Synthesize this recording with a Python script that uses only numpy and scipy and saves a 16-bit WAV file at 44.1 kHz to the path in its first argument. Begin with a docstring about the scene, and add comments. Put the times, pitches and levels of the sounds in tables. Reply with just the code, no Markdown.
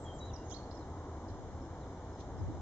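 """Farmland birds over far traffic

Small birds whistle and slur as bending sines; the ground adds single echoes and hedges a diffuse noise tail. A
nearer bird on the right gives a rising harmonic "chwee" with a scratchy onset, then two trilled rasps. Shaped
noise and an engine tone make far traffic; low noise makes two light gusts on the microphone, the last with soft
thumps of short sines. The camera adds hiss, a thin whine, a brief rustle, narrow notches and a treble limit."""
import sys
import numpy as np
from scipy import signal
from scipy.fft import rfft, irfft, next_fast_len
from scipy.io import wavfile
from scipy.ndimage import map_coordinates

SR = 44100
rng = np.random.default_rng(int(sys.argv[2]) if len(sys.argv) > 2 else 0)


def materialize(psi):
    """Save the field psi as 16-bit PCM at rate SR to the path in sys.argv[1].

    A 1-D psi becomes a single channel; in a 2-D psi each row is a channel.
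    """
    bounded = np.clip(np.atleast_2d(psi).T, -1, 1)
    quanta = np.round(bounded * 32767).astype(np.int16)
    wavfile.write(sys.argv[1], SR, quanta)


N = 115101  # length in samples

# Colours are relative: each noise is scaled to rms 1 before its level. Positive pan is left.
# low traffic rumble colour: pitch_hz, level_db
RUMBLE_COLOUR = [(10, -20), (25, -11), (40, -6), (52, -.5), (95, -1), (160, -8.5), (260, -20), (450, -34),
                 (2000, -60)]
# traffic roar colour: pitch_hz, level_db
ROAR_COLOUR = [(120, -14), (210, -4.5), (290, 1), (370, -1), (530, -6), (720, -4), (950, -7), (1300, -16),
               (2000, -25), (3000, -46), (9000, -54)]
# likeness of left and right in the traffic: pitch_hz, correlation (1 = identical)
TRAFFIC_LIKENESS = [(200, .985), (500, 1), (1000, .92), (2000, .75)]
# tyre noise colour: pitch_hz, level_db
TYRE_COLOUR = [(300, -42), (750, 1), (1050, 1.5), (1400, -10), (2500, -32.5), (6000, -54.5)]
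# swell of tyre noise: time_s, level_db
TYRE_SWELL = [(0, -73), (.55, -66), (1.1, -57.5), (1.5, -70), (2.6, -82)]
# far engine drone: time_s, level_db
DRONE_SWELL = [(0, -53), (.7, -52), (1.2, -50.5), (1.6, -57), (2.1, -54), (2.6, -50)]
RUMBLE_DB, ROAR_DB = -48.5, -48.5
DRONE_HZ, DRONE_WANDER_HZ = 81.5, 6
TRAFFIC_LEAD_S, TRAFFIC_PAN_DB = .00006, 0.6

# camera hiss colour: pitch_hz, level_db
HISS_COLOUR = [(100, -6), (1800, 5.5), (3600, 3), (6200, 4), (7200, 2), (7700, -4), (8500, -18.5),
               (9000, -24)]
# camera whine partials: pitch_hz, level_db
WHINE_PARTIALS = [(500, -65), (1000, -75.5)]
HISS_DB, HISS_PAN_DB = -64.5, -1

# whistled notes: start_s, length_s, start_hz, middle_hz, end_hz, level_db, pan_db
WHISTLED_NOTES = [ (-.015, 0.072, 7900, 7550, 7200, -65, -11), (0.044, 0.024, 7300, 6970, 6400, -66, -12),
                  (0.047, 0.097, 3400, 3190, 3230, -59, 1), (0.136, 0.055, 7540, 7350, 6750, -66, -9),
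                  (.178, .025, 7000, 6600, 5700, -59, -11.5), (0.201, 0.0526, 3934, 3882, 3870, -55, 2),
                  (.246, .052, 3994, 3995, 3890, -63, 0), (0.248, .028, 7060, 6820, 6830, -64.5, -8),
                  (0.29, .022, 3950, 3780, 3150, -61, 5), (.33, .027, 6100, 5750, 5430, -55.5, -10.5),
                  (.353, .018, 5450, 5130, 4750, -51.5, -12), (.303, .026, 3350, 2780, 2680, -66, 2),
                  (.335, .11, 2700, 2840, 2790, -71, 2), (.444, .034, 6300, 6600, 6540, -65, -13),
                  (0.479, 0.017, 6130, 6120, 6260, -62, 7), (0.543, .012, 5300, 5050, 4800, -53, -10),
                  (0.736, 0.03, 5720, 5620, 5500, -63.5, -16), (0.76, 0.023, 5490, 5220, 4800, -62, -16),
                  (0.787, 0.048, 4320, 4130, 3730, -70, 6), (1.609, 0.06, 5180, 5340, 5250, -69.5, 9),
                  (1.805, 0.039, 4350, 3980, 3530, -68, 6), (2.125, 0.034, 5320, 5200, 5020, -72, 4.5),
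                  (2.371, 0.042, 5400, 5200, 4950, -68, 12)]
NOTE_ATTACK_S, NOTE_RELEASE_S = 0.012, .007
WAVER_FRACTION, FLUTTER_DB = .006, 2.2  # random pitch and level movement
LEAD_S_PER_DB = .000005  # the louder side also hears a bird first

# single echoes off the ground: delay_s, level_db
GROUND_ECHOES = [(.02, -16), (.036, -19)]
HEDGE_DB, HEDGE_T60_S, HEDGE_BUILDUP_S = -8.5, .5, .008

# Near-bird levels are set ahead of its flutter, which also lowers them on average.
# rising call: time_s, pitch_hz, level_db (ahead of the throat)
RISING_CALL = [(0.497, 2100, -65), (.506, 2370, -55), (.514, 2650, -56), (0.5215, 3000, -48),
               (.524, 3220, -49), (0.533, 3270, -49), (.537, 3500, -55), (.546, 4170, -46),
               (0.554, 4450, -60), (.562, 4370, -49), (0.57, 4320, -45), (.58, 4380, -62),
               (.665, 4390, -71)]
# throat resonance, as gain on each harmonic: pitch_hz, gain_db
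THROAT_GAIN = [(2300, -8), (3200, -5.5), (4300, 2), (5200, 0), (6400, .5), (7300, -8), (8200, -36),
               (12000, -52)]
# quick upward sweeps of a second voice at the onset: start_s, length_s, start_hz, end_hz, level_db
ONSET_SWEEPS = [(0.503, 0.011, 3200, 3800, -56), (0.509, 0.012, 3100, 3600, -54)]
# short rasps: start_s, length_s, centre_hz, level_db
SHORT_RASPS = [(0.495, .027, 6400, -53), (.518, .025, 6200, -55), (.54, .05, 6000, -66),
               (0.707, 0.028, 4750, -55.5), (1.28, 0.036, 4790, -62)]
CALL_ROUGH_FRACTION, SWEEP_ROUGH_FRACTION = .008, .03  # random pitch jitter
CALL_EDGE_S, RASP_RELEASE_S = .003, .008
RASP_JITTER_HZ, TRILL_HZ, TRILL_SWING_HZ = 340, 112, 550
CALL_FLUTTER_DB, RIGHT_BIRD_PAN_DB = 2.2, -14.5

# wind buffeting colour: pitch_hz, level_db
WIND_COLOUR = [(10, -20), (35, -5), (85, 1.5), (150, -5), (300, -14), (480, -22), (2000, -68.5)]
# the gusts: time_s, level_db
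WIND_GUSTS = [(0, -68), (1.2, -69), (1.4, -51), (1.7, -62), (2.1, -69), (2.32, -56), (2.41, -42),
              (2.5, -42), (2.61, -49)]

# hand rustle colour: pitch_hz, level_db
RUSTLE_COLOUR = [(1000, -20), (2600, 1), (4000, 4), (6200, 4), (9000, -26)]
RUSTLE_S, RUSTLE_WIDTH_S, RUSTLE_DB, RUSTLE_PAN_DB = 2.207, .009, -57, -2.5

# soft low thumps of wind on the microphone in the last gust: start_s, length_s, pitch_hz, level_db, pan_db
WIND_THUMPS = [(2.414, .032, 88, -37.5, 1.5), (2.477, .02, 95, -36, -6), (2.489, .026, 300, -40.5, 0)]

# narrow camera notches: centre_hz, half_width_hz
CAMERA_NOTCHES = [(2600, 304), (4600, 294), (5430, 140), (7880, 150)]
TOP_HZ = 8750


def amp(db):
    """Decibels to linear gain."""
    return 10 ** (np.asarray(db) / 20)


def unit(x):
    """Scale to rms 1."""
    return x / np.sqrt(np.mean(x ** 2) + 1e-20)


def clock():
    """Time of every sample in seconds."""
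    return np.arange(N) / SR


def along(points, hz):
    """Read (pitch_hz, value) points on a log pitch axis."""
    point_hz, value = np.transpose(points)
    return np.interp(np.log(hz + 1), np.log(point_hz + 1), value)


def curves(rows):
    """One value per sample for each column after the time."""
    time, *columns = np.transpose(rows)
    return [np.interp(clock(), time, column) for column in columns]


def wobble(rate):
    """A smooth random curve with rate knots a second."""
    knots = rng.standard_normal(int(N * rate / SR) + 4)
    return map_coordinates(knots, [clock() * rate])


def filtered(x, response):
    """Shape x by a response of frequency."""
    m = next_fast_len(N + SR // 2)
    spectrum = rfft(x, m) * response(np.fft.rfftfreq(m, 1 / SR))
    return irfft(spectrum, m)[..., :N]


def panned(x, pan_db):
    """Make the left louder than the right by pan_db, keeping the mean power gain at 1."""
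    gains = amp(np.array([[pan_db], [-pan_db]]) / 2)
    return x * unit(gains)


def ahead(x, lead_s):
    """The left side arrives lead_s earlier than the right."""
    sides = np.array([[1], [-1]])
    return filtered(x, lambda f: np.exp(1j * np.pi * f * lead_s * sides))


def rush(colour, alike=((100, 0), (1000, 0))):
    """Stereo noise of rms 1; mid and side shares set its left-right likeness."""
    def mid_side_gains(hz):
        turn = np.arccos(np.clip(along(alike, hz), -1, 1)) / 2
        return amp(along(colour, hz)) * [np.cos(turn), np.sin(turn)]
    mid, side = filtered(rng.standard_normal((2, N)), mid_side_gains)
    return unit(np.array([mid + side, mid - side]))


def tone(hz):
    """A sine of rms 1 that follows a pitch curve."""
    return np.sqrt(2) * np.sin(2 * np.pi * np.cumsum(hz) / SR)


def gate(start, length, attack, release):
    """A short sound's samples, its own time and its smooth attack, hold and release."""
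    on = np.arange(max(int(start * SR), 0), min(int((start + length) * SR), N))
    t = on / SR - start
    rise = np.sin(np.pi / 2 * np.clip(t / attack, 0, 1))
    fall = np.sin(np.pi / 2 * np.clip((length - t) / release, 0, 1))
    return on, t, rise * fall


def traffic():
    """A far road a little to the left: rumble and roar, a swell of tyre noise and a low engine drone."""
    rumble = amp(RUMBLE_DB + 1.1 * wobble(12)) * rush(RUMBLE_COLOUR, TRAFFIC_LIKENESS)
    roar = amp(ROAR_DB + .3 * wobble(5.58)) * rush(ROAR_COLOUR, TRAFFIC_LIKENESS)
    tyres = amp(curves(TYRE_SWELL)[0]) * rush(TYRE_COLOUR, TRAFFIC_LIKENESS)
    drone_level = amp(curves(DRONE_SWELL)[0] + 2.5 * wobble(12))
    drone = drone_level * tone(DRONE_HZ + DRONE_WANDER_HZ * wobble(18))
    return panned(ahead(rumble + roar + tyres + drone, TRAFFIC_LEAD_S), TRAFFIC_PAN_DB)


def camera_hiss():
    """Steady coloured noise, independent on each side."""
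    return panned(amp(HISS_DB) * rush(HISS_COLOUR), HISS_PAN_DB)


def camera_whine():
    """Thin whine of steady sines in the centre."""
    return sum(amp(db) * tone(np.full(N, hz)) for hz, db in WHINE_PARTIALS)


def whistles():
    """Pure notes, each bending through three pitches; the nearer ear hears it louder and earlier."""
    out = np.zeros((2, N))
    waver = 1 + WAVER_FRACTION * wobble(250)
    flutter = amp(FLUTTER_DB * wobble(130))
    for start, length, first, middle, last, db, pan_db in WHISTLED_NOTES:
        on, t, envelope = gate(start, length, NOTE_ATTACK_S, NOTE_RELEASE_S)
        u = t / length
        bend = (middle - (first + last) / 2) * (1 - (2 * u - 1) ** 2)
        hz = first + (last - first) * u + bend
        lead_cycles = hz * LEAD_S_PER_DB * np.array([[pan_db], [-pan_db]]) / 2
        cycles = np.cumsum(hz * waver[on]) / SR + lead_cycles
        note = np.sqrt(2) * np.sin(2 * np.pi * cycles)
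        out[:, on] += panned(amp(db) * flutter[on] * envelope * note, pan_db)
    return out


def hedges(x):
    """Single echoes off the ground and a diffuse decaying tail from hedges and trees."""
    t = np.arange(SR // 2) / SR
    decay = amp(-60 * t / HEDGE_T60_S)
    buildup = 1 - np.exp(-t / HEDGE_BUILDUP_S)
    tail = rng.standard_normal((2, len(t))) * decay * buildup
    tail = tail / np.linalg.norm(tail[0])
    single = filtered(x, lambda f: sum(amp(db) * np.exp(-2j * np.pi * f * s) for s, db in GROUND_ECHOES))
    return single + amp(HEDGE_DB) * signal.fftconvolve(x, tail, axes=1)[:, :N]


def throat(hz):
    """A voice of three harmonics, each weighted by the throat's resonance."""
    return sum(amp(along(THROAT_GAIN, k * hz)) * tone(k * hz) for k in (1, 2, 3))


def rising_call(jitter):
    """The "chwee": a rough harmonic voice climbs, with quick sweeps of a second voice at its onset."""
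    out = np.zeros(N)
    hz, db = curves(RISING_CALL)
    start, end = RISING_CALL[0][0], RISING_CALL[-1][0]
    on, t, envelope = gate(start, end - start, CALL_EDGE_S, CALL_EDGE_S)
    out[on] += amp(db[on]) * envelope * throat(hz[on] * (1 + CALL_ROUGH_FRACTION * jitter[on]))
    for start, length, first, last, db in ONSET_SWEEPS:
        on, t, envelope = gate(start, length, CALL_EDGE_S, CALL_EDGE_S)
        sweep_hz = first + (last - first) * t / length
        out[on] += amp(db) * envelope * throat(sweep_hz * (1 + SWEEP_ROUGH_FRACTION * jitter[on]))
    return out


def rasps(jitter):
    """Dry rasps: fast trill and random jitter smear a sine's pitch."""
    out = np.zeros(N)
    for start, length, centre, db in SHORT_RASPS:
        on, t, envelope = gate(start, length, CALL_EDGE_S, RASP_RELEASE_S)
        trill = -TRILL_SWING_HZ * np.cos(2 * np.pi * TRILL_HZ * t)
        out[on] += amp(db) * envelope * tone(centre + trill + RASP_JITTER_HZ * jitter[on])
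    return out


def near_bird():
    """Call and rasps share pitch jitter and level flutter; the right ear hears them louder and earlier."""
    jitter = wobble(1200)
    voice = rising_call(jitter) + rasps(jitter)
    voice = voice * amp(CALL_FLUTTER_DB * (wobble(400) - 1.0))  # flutters around a lowered level
    return panned(ahead(voice, LEAD_S_PER_DB * RIGHT_BIRD_PAN_DB), RIGHT_BIRD_PAN_DB)


def wind():
    """Two light gusts buffet each microphone port separately, as independent low noise."""
    return amp(curves(WIND_GUSTS)[0]) * rush(WIND_COLOUR)


def hand_rustle():
    """A brief rustle of the hand: coloured noise swells and fades exponentially."""
    swell = np.exp(-abs(clock() - RUSTLE_S) / (2 * RUSTLE_WIDTH_S))
    return amp(RUSTLE_DB) * swell * panned(rush(RUSTLE_COLOUR), RUSTLE_PAN_DB)


def wind_thumps():
    """Wind buffets the microphone in the last gust: each low sine swells and dies within a few cycles."""
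    out = np.zeros((2, N))
    for start, length, hz, db, pan_db in WIND_THUMPS:
        on, t, envelope = gate(start, length, length / 2, length / 2)
        out[:, on] += panned(amp(db) * envelope * tone(np.full(len(t), hz)), pan_db)
    return out


def scene():
    """Birds and their echoes over traffic, wind and camera sounds."""
    birds = whistles() + near_bird()
    camera = camera_hiss() + camera_whine() + hand_rustle()
    return traffic() + birds + hedges(birds) + wind() + wind_thumps() + camera


def record(dry):
    """The camera cuts narrow notches to silence at their centres and keeps nothing above its band limit."""
    def response(f):
        notches = [1 - 1 / (1 + 1j * (f - hz) / half_width) for hz, half_width in CAMERA_NOTCHES]
        return np.prod(notches, axis=0) * (f < TOP_HZ)
    return filtered(dry, response)


dry = scene()
out = record(dry)
materialize(out)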